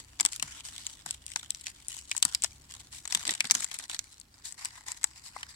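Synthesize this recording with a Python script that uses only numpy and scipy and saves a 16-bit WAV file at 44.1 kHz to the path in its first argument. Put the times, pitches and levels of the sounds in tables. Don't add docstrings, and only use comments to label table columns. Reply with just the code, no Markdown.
import sys
import numpy as np
from scipy import signal
from scipy.fft import rfft, irfft
from scipy.io import wavfile
from scipy.ndimage import uniform_filter1d

SR = 44100
rng = np.random.default_rng(int(sys.argv[2]) if len(sys.argv) > 2 else 0)


def master(y):
    cut = np.clip(np.atleast_2d(y).T, -1, 1)
    pcm = np.round(cut * 32767)
    wavfile.write(sys.argv[1], SR, pcm.astype(np.int16))


N = 244755
TIME = np.arange(N) / SR

# (frequency [Hz], relative level [dB per Hz])
RUMBLE_COLOUR = [(15, -24), (40, -1), (70, -1), (130, -10.5), (200, -11), (300, -11), (450, -21.5),
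                 (1000, -19.5), (15000, -31.5)]
RUMBLE_DB = -64.5
# (frequency [Hz], level [dB])
HUM_TONES = [(65, -73), (97, -75.5), (131, -77)]
# (time [s], added level [dB])
HUM_SWELL = [(0.8, 5.5), (2.1, 3), (2.7, 7), (3.5, 0.5), (5.5, 0)]

KNOCK_S, KNOCK_DB, KNOCK_PAN_DB = 5.3642, -20.5, 9
# (frequency [Hz], relative level [dB], time to fall by 60 dB [s])
SHELL_MODES = [(840, -10, 0.031), (1050, 5, 0.0096), (2060, -10, .022)]
# (time [s], starting level [dB], starting pitch [Hz], time to fall by 60 dB [s])
LOG_THUDS = [(0.207, -45.5, 293, 0.072), (0.25, -46, 276, 0.083), (0.425, -46, 172, 0.15),
             (1.062, -54, 191, 0.15), (2.2503, -32.5, 174, 0.054), (3.149, -48, 225, 0.16),
             (3.443, -42, 239, 0.09), (3.51, -41.5, 265, 0.075), (3.551, -49.5, 256, 0.24)]
# (multiple of the pitch [ratio], relative level [dB])
LOG_MODES = [(.55, 0), (.8, 3.5), (1, 6.5), (1.3, 2.5), (1.9, -3.5)]
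# (time [s], slips per second [Hz], level [dB])
CREAK_PATH = [(3.246, 193.3, -62.5), (3.298, 328, -50), (3.312, 235, -58), (3.338, 146, -65)]

# (frequency [Hz], gain [dB])
CUPPED_COLOUR = [(600, 1.5), (1000, 10), (1400, 5), (1950, 8), (2900, 1.5), (9000, 1)]
CUPPED_FROM_S = 4.38
# (time [s], frequency [Hz])
SHEET_GLIDE = [(0.5, 3080), (0.8, 3530), (1.95, 3030), (4.1, 4070), (4.6, 4970)]

# (start [s], length [s], starting treble level [dB], hollow body against treble [dB])
RUB_STROKES = [(-0.02, 0.023, -50, 11.5), (0.41, 0.19, -51, 9.5), (0.63, 0.045, -43.5, -0.5),
               (0.68, 0.26, -50.5, 5), (0.95, 0.071, -59, 7), (1.72, 0.36, -62, 4), (2.91, 0.077, -46, 0.5),
               (4.02, 0.14, -61.5, -9), (4.1, 0.027, -57, -13), (4.435, 0.05, -42, -4.5),
               (4.572, 0.1, -49.5, 5.5), (4.71, 0.074, -56, 8), (4.855, 0.054, -45.5, 4),
               (5.145, 0.042, -54.5, -0.5), (5.225, 0.055, -50, -1.5), (5.335, 0.078, -54.5, 8),
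               (5.478, 0.021, -50, -17)]
RUB_ATTACK_S, RUB_RELEASE_S, RUB_SAG_DB_PER_S = 0.022, 0.019, 5.5
# (start [s], length [s], starting treble level [dB], hollow body against treble [dB])
TEAR_STROKES = [(0.185, 0.13, -51.5, 10.5), (0.31, 0.038, -42, -3), (1.055, 0.085, -48.5, 8),
                (1.27, 0.066, -49.5, -3), (1.355, 0.081, -48, 5), (1.55, 0.11, -53, -22),
                (1.645, 0.055, -48.5, 0), (1.875, 0.12, -43.5, -3.5), (2.085, 0.1, -47, -6),
                (2.235, 0.1, -45.5, 7.5), (2.42, 0.031, -42.5, 2.5), (2.5, 0.044, -60.5, -16),
                (2.69, 0.11, -49, 2), (3.09, 0.18, -43, 8), (3.255, 0.069, -41, 11.5),
                (3.435, 0.039, -44.5, 6.5), (3.535, 0.095, -37, 4.5), (3.71, 0.043, -42.5, 3.5),
                (3.785, 0.055, -47.5, 12), (3.892, 0.055, -43, 6.5), (4.96, 0.013, -48, -1.5)]
TEAR_ATTACK_S, TEAR_RELEASE_S, TEAR_SAG_DB_PER_S = 0.012, 0.014, 10
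CONTACT_DB, CONTACT_HOLLOW_DB = -62.5, 6.5
LIGHTER_FROM_S, LIGHTER_TO_S, LIGHTER_DB = 4.2, 4.32, -10.5
SETTLE_S, SETTLE_DB = 0.058, -10

BODY_HZ, SHEET_HZ, TREBLE_HZ = 880, 2700, 4370
# (frequency [Hz], relative level [dB per Hz])
LEFT_COLOUR = [(100, -39.5), (260, -25), (440, -27), (720, -13.5), (960, -10), (1250, -15.5), (2000, -6.5),
               (3300, -11), (4600, -4.5), (6400, -3), (7900, 4), (9800, -6.5), (13000, -17), (15500, -27)]
RIGHT_COLOUR = [(100, -40.5), (260, -30.5), (440, -33.5), (660, -34), (900, -28), (1100, -26.5),
                (1550, -18.5), (2600, -18), (3150, -13.5), (3700, -12), (5400, -13.5), (8000, -15),
                (12000, -29), (15500, -32.5)]
# (time [s], treble level over 5 ms [dB], hollow body near 900 Hz [dB],
# flexing sheet near 2.7 kHz [dB], ring of the broken flake [Hz], shift to the left [dB])
SINGLE_CRACKS = [(0.1989, -26.5, 11, 14, 5300, -0.5), (0.2082, -17.5, -1.5, -1, 7800, 5.5),
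                 (0.2508, -18, 1, 2.5, 8600, 3), (0.2606, -19, -9, 1, 8200, 2),
                 (0.332, -34.5, -7, 6, 9700, 0), (0.3613, -34.5, -5, -3, 11100, -1),
                 (0.3975, -34.5, -4, 8, 2700, 0), (0.425, -24.5, 5.5, 1.5, 2900, 2.5),
                 (0.6064, -44.5, -14, 13, 3220, -0.5), (0.6859, -41.5, 6, 1, 5130, 1),
                 (0.763, -42, -5, 6, 3300, -2), (0.7805, -41, -5.5, 7, 3460, -5.5),
                 (0.8669, -29, -9.5, 4.5, 7070, -1), (1.061, -34.5, 15.5, -3, 2000, -0.5),
                 (1.1088, -26.5, -13, -3.5, 8800, 0), (1.2648, -35.5, -30, -2, 9100, 1),
                 (1.3175, -39.5, -9, 15, 8400, 4), (1.3597, -25, 10, 12, 6100, 0.5),
                 (1.5054, -24, -21, 2.5, 7960, 5), (1.5479, -36.5, -14, 13, 5700, 1.5),
                 (1.6112, -42, -30, -6, 9600, 13), (1.668, -32, 1, 16.5, 6040, -3),
                 (1.6802, -43.5, 7, 10, 4450, -2), (1.8838, -29.5, -29, -12, 9100, 11),
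                 (2.114, -27.5, 4.5, 11.5, 2440, -2), (2.1492, -45, 21, 0.5, 1820, 0),
                 (2.1661, -27, -7, -2, 8060, 2), (2.1785, -26, -10, -7, 7400, 13),
                 (2.2263, -15, -4.5, -2, 3170, -0.5), (2.251, -17.5, -1, -9, 9100, 3),
                 (2.3482, -20, -8.5, 5, 4940, -3), (2.4218, -30, -24, -4, 8000, 1),
                 (2.4371, -21, -5.5, -6, 8170, 2), (2.4440, -22, 5, 5, 5500, 3.5),
                 (3.054, -35, 8, 12, 7000, 3.5), (3.076, -33, 0, 3, 7960, 3),
                 (3.124, -25.5, 3.5, 11.5, 5640, 6), (3.1483, -20.5, -0.5, 7.5, 3370, -0.5),
                 (3.152, -25.5, 0, -18, 7400, 1), (3.1725, -38, 11.5, 17, 4580, 1),
                 (3.2521, -34, 11, 14, 4370, 1), (3.2772, -25, -3.5, 3.5, 8300, 4.5),
                 (3.2923, -31.5, 16, 19, 3510, -6.5), (3.308, -27, -10, 2, 6700, 1),
                 (3.3168, -40, 11, -5, 8000, 5), (3.3377, -32.5, 0, 11, 7740, 3),
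                 (3.3504, -32.5, 1.5, 7, 7900, -1), (3.4053, -22, 5.5, 12.5, 2450, -1.5),
                 (3.4436, -37.5, 17.5, 9, 2600, 2), (3.4524, -36, 6, 15, 3900, -6),
                 (3.4992, -31.5, 13, 15, 4860, -8), (3.51, -13, -3.5, 8, 6140, 8),
                 (3.517, -22, -5.5, -16, 6600, -11), (3.5504, -20.5, -3, 0, 6600, -4),
                 (3.6056, -31, 4, -18, 8600, 10), (3.6441, -24, -3.5, -1, 7400, 6),
                 (3.714, -38, 10, 10.5, 3150, -0.5), (3.742, -35.5, -12, 3, 10300, 12),
                 (3.7885, -33, -16, -1, 9500, 5), (3.8966, -35.5, 11, 5, 3130, -3.5),
                 (3.9454, -33, 4.5, 8, 4360, -2), (3.9911, -27, -6.5, 0, 6660, -6),
                 (4.1997, -42.5, -22, -14, 8350, 17), (4.2132, -47.5, -15, 5.5, 4300, -1),
                 (4.4521, -39.5, -3.5, -14, 7240, 17), (4.524, -37.5, -12, -6, 7420, 6),
                 (4.6483, -31, -9.5, -17, 5030, 0.5), (4.6552, -30, -6, 2, 8200, 4),
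                 (4.706, -53, 5, 16, 4500, -1), (4.8838, -37.5, -14, -5, 6600, 14),
                 (4.918, -31.5, -9, -8, 7400, 2.5), (5.0313, -39.5, -4, -3.5, 2200, 1),
                 (5.0417, -18.5, -6, -8.5, 7800, 2.5), (5.43, -40.5, 7.5, 11.5, 3035, -5.5)]

EDGE_HZ = 16300


def gain_of(db):
    return 10 ** (np.asarray(db) / 20)


def evened(x):
    return x / np.sqrt(np.mean(x ** 2) + 1e-20)


def read(points, hz):
    f, value = np.transpose(points)
    return np.interp(np.log(hz + 1), np.log(f + 1), value)


def add(mix, s, sound):
    part = mix[:, max(round(s * SR), 0):][:, :sound.shape[1]]
    part += sound[:, :part.shape[1]]


def drift(rate_hz):
    hz = np.fft.rfftfreq(N, 1 / SR)
    return evened(irfft(rfft(rng.standard_normal(N)) * np.exp(-(hz / rate_hz) ** 2), N))


def partly_same(first, second, same):
    same = np.clip(same, 0, 1)
    return same * first + np.sqrt(1 - same ** 2) * second


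def causal(db):
    both_sides = np.concatenate([db, db[..., -2:0:-1]], -1)
    log_gain = np.log(gain_of(both_sides))
    return np.exp(np.conj(signal.hilbert(log_gain)))[..., :db.shape[-1]]


def air(waver_hz=2.01, waver_db=3.5):
    hz, z = np.fft.rfftfreq(N, 1 / SR), rfft(rng.standard_normal((2, N)))
    z[1] = partly_same(z[0], z[1], read([(100, 0.99), (300, 0.72), (1200, 0.051)], hz))
    rumble = gain_of(RUMBLE_DB) * evened(irfft(z * gain_of(read(RUMBLE_COLOUR, hz)), N))
    clock = np.cumsum(1 + 0.042 * drift(waver_hz)) / SR
    hum = np.zeros(N)
    for f, db in HUM_TONES:
        tone = evened(np.sin(2 * np.pi * (f * clock + rng.random())))
        hum += gain_of(db + waver_db * drift(7.0)) * tone
    swell_db = np.interp(TIME, *np.transpose(HUM_SWELL))
    return rumble * gain_of(swell_db / 2) + hum * gain_of(swell_db)


def woodland(x, level_db=-27):
    t, t60 = np.arange(SR // 2) / SR, .28
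    hits = rng.random((2, len(t))) < 2500 / SR
    taps = rng.standard_normal((2, len(t))) * hits * (t > .006) * gain_of(-60 * t / t60)
    echo = signal.fftconvolve(x, taps / np.linalg.norm(taps[0]), axes=1)[:, :N]
    return gain_of(level_db) * echo


def knock(rise_s=.001):
    out, t = np.zeros((2, N)), np.arange(SR // 10) / SR
    ring = sum(gain_of(db - 60 * t / t60) * np.sin(2 * np.pi * hz * t) for hz, db, t60 in SHELL_MODES)
    left_right = gain_of([[KNOCK_DB], [KNOCK_DB - KNOCK_PAN_DB]])
    add(out, KNOCK_S, left_right * ring * (1 - np.exp(-t / rise_s)))
    return out


def thuds(rise_s=0.0024, sag_per_s=4):
    out, t = np.zeros((2, N)), np.arange(SR // 4) / SR
    for s, db, hz, t60 in LOG_THUDS:
        turns = np.cumsum(hz * np.exp(-sag_per_s * t)) / SR
        ring = np.zeros(len(t))
        for multiple, mode_db in LOG_MODES:
            mode_turns = multiple * rng.uniform(0.903, 1.048) * turns + rng.random()
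            ring += gain_of(mode_db) * np.sin(2 * np.pi * mode_turns)
        thud = evened(ring) * gain_of(db - 60 * t / t60) * (1 - np.exp(-t / rise_s))
        add(out, s, np.tile(thud, (2, 1)))
    return out


def creak(jitter=0.038, fall_db=4.5, flutter_db=5.5, count=4):
    s, hz, db = np.transpose(CREAK_PATH)
    turns = np.cumsum(np.interp(TIME, s, hz) * (1 + jitter * drift(204))) / SR
    tone = sum(gain_of(-fall_db * k) * np.sin(2 * np.pi * (k + 1) * turns) for k in range(count))
    level = gain_of(np.interp(TIME, s, db) + flutter_db * drift(120))
    return evened(tone) * level * (TIME > s[0]) * (TIME < s[-1])


def cupped_hand(x, closing_s=0.27):
    cover = np.clip((TIME - CUPPED_FROM_S) / closing_s, 0, 1)
    hollow = irfft(causal(read(CUPPED_COLOUR, np.fft.rfftfreq(1024, 1 / SR))))
    return (1 - cover) * x + cover * signal.oaconvolve(x, hollow[None], axes=1)[:, :N]


def shifting_grip(x, peak_db=5, width_hz=380):
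    hz, t, z = signal.stft(x, SR, nperseg=512)
    patches = uniform_filter1d(rng.standard_normal(z.shape[1:]), size=8, axis=0)
    patches = uniform_filter1d(patches, size=16, axis=1)
    off_centre = (hz[:, None] - np.interp(t, *np.transpose(SHEET_GLIDE))) / width_hz
    ring_db = peak_db / (1 + off_centre ** 2)
    return signal.istft(z * gain_of(ring_db + 2 * evened(patches)), nperseg=512)[1][:, :N]


def stroke_power(rows, attack_s, release_s, sag_db_per_s):
    power = np.zeros((2, N))
    for start, length, db, hollow_db in rows:
        t = np.maximum(TIME - start, 0)
        shape = np.minimum(t / attack_s, 1) * np.exp(-np.maximum(t - length, 0) / release_s)
        level = gain_of(db - sag_db_per_s * np.minimum(t, length))
        power += (shape * level * gain_of([[0], [hollow_db]])) ** 2
    return power


def handling():
    tear = stroke_power(TEAR_STROKES, TEAR_ATTACK_S, TEAR_RELEASE_S, TEAR_SAG_DB_PER_S)
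    rub = stroke_power(RUB_STROKES, RUB_ATTACK_S, RUB_RELEASE_S, RUB_SAG_DB_PER_S)
    keep = np.exp(-1 / (SETTLE_S * SR))
    settling = gain_of(SETTLE_DB) ** 2 * signal.lfilter([1 - keep], [1, -keep], tear + rub)
    lighter = (TIME > LIGHTER_FROM_S) & (TIME < LIGHTER_TO_S)
    contact = (gain_of(CONTACT_DB + LIGHTER_DB * lighter) * gain_of([[0], [CONTACT_HOLLOW_DB]])) ** 2
    treble, body = tear + rub + settling + contact
    rubbing = (rub[0] + contact[0] / 2) / treble
    return 10 * np.log10(treble), 10 * np.log10(body / treble), rubbing


def shares(hz):
    body = read([(BODY_HZ * 1.58, 1), (SHEET_HZ * 0.91, 0)], hz)
    fibres = read([(SHEET_HZ * 0.79, 0), (TREBLE_HZ * 1.9, 1)], hz)
    return body, 1 - body - fibres, fibres


def flake_colour(hz, body_db, sheet_db, ring_hz, peak_db=9, sharpness=9):
    db = np.array([read(LEFT_COLOUR, hz), read(RIGHT_COLOUR, hz)])
    peak = peak_db / (1 + (sharpness * (hz / ring_hz - 1)) ** 2)
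    power, out = gain_of(2 * db).sum(0), db + peak
    for share, band_db in zip(shares(hz), (body_db, sheet_db, 0)):
        peak_power = np.average(gain_of(2 * peak), weights=share * power)
        out = out + share * (band_db - 10 * np.log10(peak_power))
    return out


def snap(body_db, sheet_db, ring_hz, pan_db, break_s=0.00024, ring_s=0.0014, ring_db=-14,
         ring_per_body=0.78, hollow_s=0.0033, hollow_db=-18, same=0.6, lag_s=0.0002022, left_db=4, size=2048):
    t, hz = np.arange(size) / SR, np.fft.rfftfreq(size, 1 / SR)
    noise = rng.standard_normal((3, 2, size))
    noise[:, 1] = partly_same(noise[:, 0], noise[:, 1], same)
    low_pass = signal.butter(2, 2 * BODY_HZ, fs=SR, output="sos")
    hollow = evened(signal.sosfilt(low_pass, noise[2]))
    ringing = noise[1] * gain_of(ring_db) * np.exp(-t / ring_s)
    ringing = ringing + hollow * gain_of(hollow_db) * np.exp(-t / hollow_s)
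    burst = noise[0] * np.exp(-t / break_s) + ringing * gain_of(ring_per_body * min(body_db, 5))
    z = rfft(burst * (1 - np.exp(-t / 0.00043)))
    z /= np.sqrt(uniform_filter1d(abs(z) ** 2, size=101, axis=1))
    z *= causal(flake_colour(hz, body_db, sheet_db, ring_hz))
    z[1] *= np.exp(-2j * np.pi * hz * lag_s * rng.uniform(0, 2.022))
    z *= gain_of([[pan_db + left_db], [0]]) / np.linalg.norm(z * (hz > 1500), axis=1, keepdims=True)
    treble = np.sum(irfft(z * (hz > TREBLE_HZ)) ** 2) / 2 / (.005 * SR)
    fade = np.minimum(2 - 2 * t / t[-1], 1) ** 2
    return irfft(z) * fade / np.sqrt(treble)


def crackle(per_s=800, clumping=0.65, colour_db=4, rub_db=-20, slide_db=16,
            sheet_follows=0.47, sheet_db=-1.5, body_db=-3, count=48):
    spread_db, pan_db, finer, crowding = 5.4, 3, 3.5, .7
    stroke_db, hollow_db, rubbing = handling()
    rate = per_s * finer ** rubbing * gain_of(crowding * (stroke_db - np.median(stroke_db)))
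    rate = rate * np.exp(clumping * (1 - rubbing / 2) * drift(38))
    size_db = (spread_db - rubbing / 2) * np.minimum(rng.exponential(1, N), 4.5)
    clicks = evened((rng.random(N) < rate / SR) * gain_of(size_db)) * rng.choice([-1, 1], N)
    clicks = clicks + gain_of(rub_db + slide_db * rubbing) * rng.standard_normal(N)
    clicks /= np.sqrt(signal.fftconvolve(clicks ** 2, np.hanning(4001), "same"))
    flake, out = rng.integers(0, count, N), np.zeros((2, N))
    for k, ring_hz in enumerate(np.geomspace(1400, 10000, count)):
        a, b, c = rng.standard_normal(3)
        tick = snap(colour_db * a + body_db, colour_db * b + sheet_db, ring_hz, pan_db * c)
        out += signal.oaconvolve((clicks * (flake == k))[None], tick, axes=1)[:, :N]
    hz, z = np.fft.rfftfreq(N, 1 / SR), rfft(shifting_grip(out))
    z /= irfft(z * (hz > TREBLE_HZ), N).std()
    band_levels = (hollow_db, sheet_follows * hollow_db, 0)
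    bands = sum(irfft(z * share, N) * gain_of(db) for share, db in zip(shares(hz), band_levels))
    return gain_of(stroke_db) * bands


def cracks(faint_s=0.0045, faint_db=-27, rebound_s=.0035, rebound_db=-14, rebound_body_db=3, rebound_per_body=0.18):
    out = np.zeros((2, N))
    for s, db, body_db, sheet_db, ring_hz, pan_db in SINGLE_CRACKS:
        early, late = rng.uniform(.5, 1.5, 2)
        faint_tick = snap(body_db, sheet_db, ring_hz, pan_db)
        add(out, s - faint_s * early, gain_of(db + faint_db) * faint_tick)
        add(out, s, gain_of(db) * snap(body_db, sheet_db, ring_hz, pan_db))
        back_db = db + rebound_db + rebound_per_body * min(body_db, 0)
        rebound = snap(body_db + rebound_body_db, sheet_db, ring_hz, pan_db / 2)
        add(out, s + rebound_s * late, gain_of(back_db) * rebound)
    return out


def scene():
    bark = cupped_hand(cracks() + crackle()) + knock() + thuds() + creak()
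    return bark + woodland(bark) + air()


def record(dry):
    held = dry / (1 + (dry / .86) ** 8) ** (1 / 8)
    low_pass = signal.firwin(255, EDGE_HZ, window=("kaiser", 9), fs=SR)
    return signal.oaconvolve(held, low_pass[None], "same")


dry = scene()
out = record(dry)
master(out)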